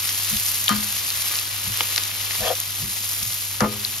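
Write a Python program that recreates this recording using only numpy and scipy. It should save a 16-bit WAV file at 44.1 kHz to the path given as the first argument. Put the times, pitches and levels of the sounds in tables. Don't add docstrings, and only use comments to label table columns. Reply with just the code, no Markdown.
import sys
import numpy as np
from scipy import signal
from scipy.fft import rfft, irfft
from scipy.io import wavfile

SR = 44100
rng = np.random.default_rng(int(sys.argv[2]) if len(sys.argv) > 2 else 0)


def int16_out(signal):
    q = np.round(np.clip(np.atleast_2d(signal).T, -1, 1) * 32767)
    wavfile.write(sys.argv[1], SR, q.astype(np.int16))


N = 176400
T = np.arange(N) / SR
HZ = np.maximum(np.fft.rfftfreq(N, 1 / SR), 1)

# t/s, low and middle level/dB, treble level/dB
SIZZLE_LEVELS = [(0, -26.5, -29), (.14, -27.5, -30.5), (.39, -27, -28), (0.668, -29.5, -31),
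                 (.71, -25, -33.5), (.77, -28.5, -31.5), (1.05, -28.5, -31.5), (1.36, -26.5, -29.5),
                 (1.46, -29.5, -34), (1.94, -26.5, -31.5), (2.07, -28.5, -34.5), (2.42, -27.5, -31),
                 (2.67, -30.5, -34.5), (3.13, -30.5, -30.5), (3.58, -32, -34.5), (3.66, -33, -39.5),
                 (3.87, -32, -35)]
# f/Hz, relative density/dB
SIZZLE_SPECTRUM = [(200, -18.5), (800, -10.5), (1200, -4), (1600, -6.5), (2100, -3.5), (3000, -1),
                   (5000, -0.5), (6500, 0), (8500, 2.5), (15000, 0)]
# f/Hz, relative density/dB
RUMBLE_SPECTRUM = [(20, -27), (50, -4), (100, -3.5), (150, -7), (300, -10.5), (3000, -93)]
# t/s, peak/dB, centre/Hz
OIL_SPITS = [(0.0917, -8.5, 3650), (0.3707, -9.5, 3830), (0.5154, -6.5, 10300), (.6419, -7, 11200),
             (1.1034, -7, 5180), (1.3555, -9, 3400), (1.3885, -7, 4960), (1.7736, -7, 9000),
             (1.9612, -5, 5000), (2.036, -7, 6200), (2.115, -14, 2300), (2.309, -13, 2400),
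             (2.553, -11, 4660), (2.602, -4.5, 8500), (3.229, -8.5, 6000)]
# f/Hz, relative level/dB, t60/s
WOK_MODES = [(52, 9, 0.36), (115.4, 5.5, 0.96), (210.7, 4.5, 0.59), (277, -6.5, 0.25), (329, -4, 0.41),
             (407.7, -11.5, 1), (497.7, 4.5, 0.27), (522, 5, 0.097), (722, -1, 0.12), (735, 1, 0.1),
             (860, -23, 0.23), (1072, -6.5, 0.34), (1232, 0.5, 0.48), (1396, -2.5, 0.22), (2740, -4, 0.26)]
# t/s, length/s, rms/dB, centre/Hz
FOOD_THUDS = [(0.295, 0.07, -34, 110), (0.708, 0.11, -36, 140), (1.62, 0.12, -38.5, 120),
              (2.365, 0.08, -39.5, 85), (2.765, 0.16, -39, 125), (3.18, 0.1, -42, 80),
              (3.612, 0.06, -35.5, 80)]
# t/s, peak/dB, centre/Hz, width/oct
EDGE_TICKS = [(0.6805, -3, 3200, 0.55), (0.6917, -2, 3000, 3.2), (1.8068, -3.5, 1900, 2.3),
              (1.9788, -3.5, 2700, 1.96), (3.6053, -3, 1480, 0.65), (3.6058, -8, 5830, 0.94),
              (3.8493, -9, 3800, 0.49)]
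# t/s, peak/dB, centre/Hz, width/oct, share of free ring time
WOK_KNOCKS = [(0.692, -15.5, 1350, 0.9, 0.87), (0.703, -18, 217, 0.93, 0.79), (1.806, -23, 1200, 3.4, 0.32),
              (1.978, -27.5, 880, 1.9, 0.31), (3.606, -12.5, 890, 1.5, 0.61), (3.615, -10, 241, 1.23, 0.43),
              (3.657, -22, 338, 1.6, 1.1)]
# f/Hz, relative level/dB, t60/s
BLADE_MODES = [(1028, -27, .14), (1225, -9, .085), (3117, -19, .1), (4340, -25, .14)]
# start/s, peak/s, end/s, rms/dB, centre/Hz, width/oct
SPATULA_SCRAPES = [(.695, .712, .73, -26, 1150, .6), (1.295, 1.305, 1.4, -39, 1500, 3),
                   (2.402, 2.505, 2.535, -27, 630, .7), (2.405, 2.47, 2.53, -31.5, 2000, 2.4),
                   (2.44, 2.475, 2.5, -31, 3280, .2), (3.613, 3.62, 3.67, -24.5, 800, 1.6)]
# f/Hz, coherence
MIC_COHERENCE = [(100, 0.98), (800, 0.84), (1400, 0.033), (2000, 0.94), (3500, 0.34), (7300, 1), (8000, 1),
                 (15000, 0.98)]
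# f/Hz, phase/rad
MIC_PHASE = [(100, 0), (2000, -.2), (3000, -1), (3800, -.3), (4800, -.3), (5600, .8), (7400, 2),
             (7900, 3.14), (9100, 3.16), (10200, 6.28), (13600, 6.3), (14700, 9.42)]
# f/Hz, level/dB
MIC_BALANCE = [(40, -1), (130, 4), (500, 5), (1500, 0), (3000, 3.5), (5000, 4.5), (8000, -0.5)]

BURSTS_PER_S, BURST_SPREAD_DB, BURST_MAX_DB, HISS_GAIN = 5000, 2, 8.8, .29
FLICKER_DB, FLICKER_HZ, SURGE_DB, SURGE_HZ = 1.85, 174, .7, 24
MIDDLE_GAIN_DB, TREBLE_GAIN_DB, MIDDLE_FROM_HZ, TREBLE_FROM_HZ = 5.5, 7, 3100, 4630
HUM_HZ, HUM_DB, HUM_WAVER_DB, HUM_WAVER_HZ, RUMBLE_DB = 100.2, -44.5, .9, 1.7, -52
CLATTER_DB, CLATTER_T60_S = 15.5, .34
SLIPS_PER_S, PRESSED_RING_SHARE = 900, .22


def from_db(db):
    return 10 ** (np.asarray(db) / 20)


def unit_rms(x):
    return x / np.sqrt(np.mean(x ** 2) + 1e-20)


def per_hz(points):
    hz, value = np.transpose(points)
    return np.interp(np.log(HZ), np.log(hz), value)


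def drift(corner_hz):
    return unit_rms(irfft(rfft(rng.standard_normal(N)) / (1 + (HZ / corner_hz) ** 2), N))


def band(x, hz, octaves):
    edges_hz = np.clip([hz / 2 ** (octaves / 2), hz * 2 ** (octaves / 2)], 15, .47 * SR)
    return signal.sosfilt(signal.butter(2, edges_hz, "band", fs=SR, output="sos"), x + 1e-18)


def coloured(x, spectrum):
    return unit_rms(irfft(rfft(x) * from_db(per_hz(spectrum)), N))


def add(out, start_s, sound):
    i = int(start_s * SR)
    out[..., i:i + sound.shape[-1]] += sound[..., :N - i]


def steam_bursts():
    born = rng.random(N) < BURSTS_PER_S / SR
    sizes = born * from_db(np.minimum(rng.exponential(BURST_SPREAD_DB, N), BURST_MAX_DB))
    angle_rad = rng.uniform(0, 2 * np.pi, N)
    bursts = unit_rms(sizes * np.array([np.cos(angle_rad), np.sin(angle_rad)]))
    hiss = HISS_GAIN * rng.standard_normal((2, N))
    return (bursts + hiss) * from_db(FLICKER_DB * drift(FLICKER_HZ))


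def sizzle(shared_gain=.54):
    times_s, middle_db, treble_db = np.transpose(SIZZLE_LEVELS)
    middle = from_db(MIDDLE_GAIN_DB + np.interp(T, times_s, middle_db))
    treble = from_db(TREBLE_GAIN_DB + np.interp(T, times_s, treble_db))
    below_middle, below_treble = (1 / (1 + (HZ / hz) ** 6) for hz in (MIDDLE_FROM_HZ, TREBLE_FROM_HZ))
    zones = (below_middle, np.abs(below_treble - below_middle), 1 - below_treble)
    shared = shared_gain * steam_bursts()
    out = np.zeros((2, N))
    for zone, gain in zip(zones, (middle, middle, treble)):
        bursts = coloured(shared + steam_bursts(), SIZZLE_SPECTRUM)
        out += gain * irfft(rfft(bursts) * np.sqrt(zone), N)
    return out * from_db(SURGE_DB * drift(SURGE_HZ))


def hob():
    out = from_db(RUMBLE_DB) * coloured(rng.standard_normal((2, N)), RUMBLE_SPECTRUM)
    hum_rms = from_db(HUM_DB + HUM_WAVER_DB * drift(HUM_WAVER_HZ))
    out[0] += hum_rms * np.sqrt(2) * np.sin(2 * np.pi * HUM_HZ * T)
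    return out


def snap(hz, octaves, tail_s, tail_db):
    t = T[:SR // 20]
    click = from_db(tail_db) * rng.standard_normal((2, len(t))) * np.exp(-t / tail_s)
    click[0, 0] += 1
    click = band(click, hz, octaves)
    return click / np.abs(click).max()


def spits(out):
    for start_s, db, hz in OIL_SPITS:
        add(out, start_s, from_db(db) * snap(hz, octaves=1.45, tail_s=.001, tail_db=0))


def wok_ring(ring_share):
    t = T[:SR * 2 // 3]
    hz, db, t60_s = np.transpose(WOK_MODES)[:, :, None]
    envelopes = from_db(db + rng.standard_normal(hz.shape) - 60 * t / (t60_s * ring_share))
    modes = envelopes * np.sin(2 * np.pi * hz * t)
    signs = np.array([(-1) ** np.arange(len(hz)), rng.choice([-1, 1], len(hz))])
    clatter_gain = from_db(CLATTER_DB - 60 * t / (CLATTER_T60_S * ring_share))
    return signs @ modes + clatter_gain * rng.standard_normal((2, len(t)))


def rub(rise_s, length_s, hz, octaves, start_force=0):
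    t = T[:SR // 4]
    slips = (rng.random(len(t)) < SLIPS_PER_S / SR) * rng.standard_normal(len(t))
    force = slips * np.interp(t, [0, rise_s, length_s], [start_force, 1, 0])
    shake = signal.fftconvolve(force[None], wok_ring(PRESSED_RING_SHARE), axes=1)
    shake = band(shake, hz, octaves)
    return shake / np.sqrt(np.sum(shake[0] ** 2) / (length_s * SR) + 1e-20)


def thuds(out, rise_share=.39):
    for start_s, length_s, db, hz in FOOD_THUDS:
        add(out, start_s, from_db(db) * rub(rise_share * length_s, length_s, hz, octaves=1.87))


def ticks(out):
    for start_s, db, hz, octaves in EDGE_TICKS:
        add(out, start_s, from_db(db) * snap(hz, octaves, tail_s=.002, tail_db=-11))


def knocks(out):
    for start_s, db, hz, octaves, ring_share in WOK_KNOCKS:
        ring = band(wok_ring(ring_share), hz, octaves)
        add(out, start_s, from_db(db) * ring / np.abs(ring[0]).max())


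def blade_clang(out, start_s=.692, swell_s=.012):
    t = T[:SR // 2]
    hz, db, t60_s = np.transpose(BLADE_MODES)[:, :, None]
    partials = from_db(db - 60 * t / t60_s) * np.sin(2 * np.pi * hz * t)
    swell = 1 - np.exp(-t / swell_s)
    add(out[0], start_s, 2 * swell * partials.sum(axis=0))


def scrapes(out):
    for start_s, peak_s, end_s, db, hz, octaves in SPATULA_SCRAPES:
        slide = rub(peak_s - start_s, end_s - start_s, hz, octaves, start_force=.23)
        add(out, start_s, from_db(db) * slide)


def microphones(mid, side):
    coherence = np.clip(per_hz(MIC_COHERENCE), 0, .995)
    sign = np.array([[1], [-1]])
    pair = np.sqrt((1 + coherence) / 2) * rfft(mid) + sign * np.sqrt((1 - coherence) / 2) * rfft(side)
    pair[1] *= np.exp(-1j * per_hz(MIC_PHASE))
    return irfft(pair * from_db(sign * per_hz(MIC_BALANCE) / 2), N)


def scene():
    mid_side = sizzle() + hob()
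    for source in (spits, thuds, ticks, knocks, blade_clang, scrapes):
        source(mid_side)
    return microphones(*mid_side)


def record(dry):
    cutoff_hz, transition_hz = 15800, 150
    low_pass = np.clip((cutoff_hz - HZ) / transition_hz + .5, 0, 1)
    return irfft(rfft(np.clip(dry, -1, 1)) * low_pass, N)


dry = scene()
out = record(dry)
int16_out(out)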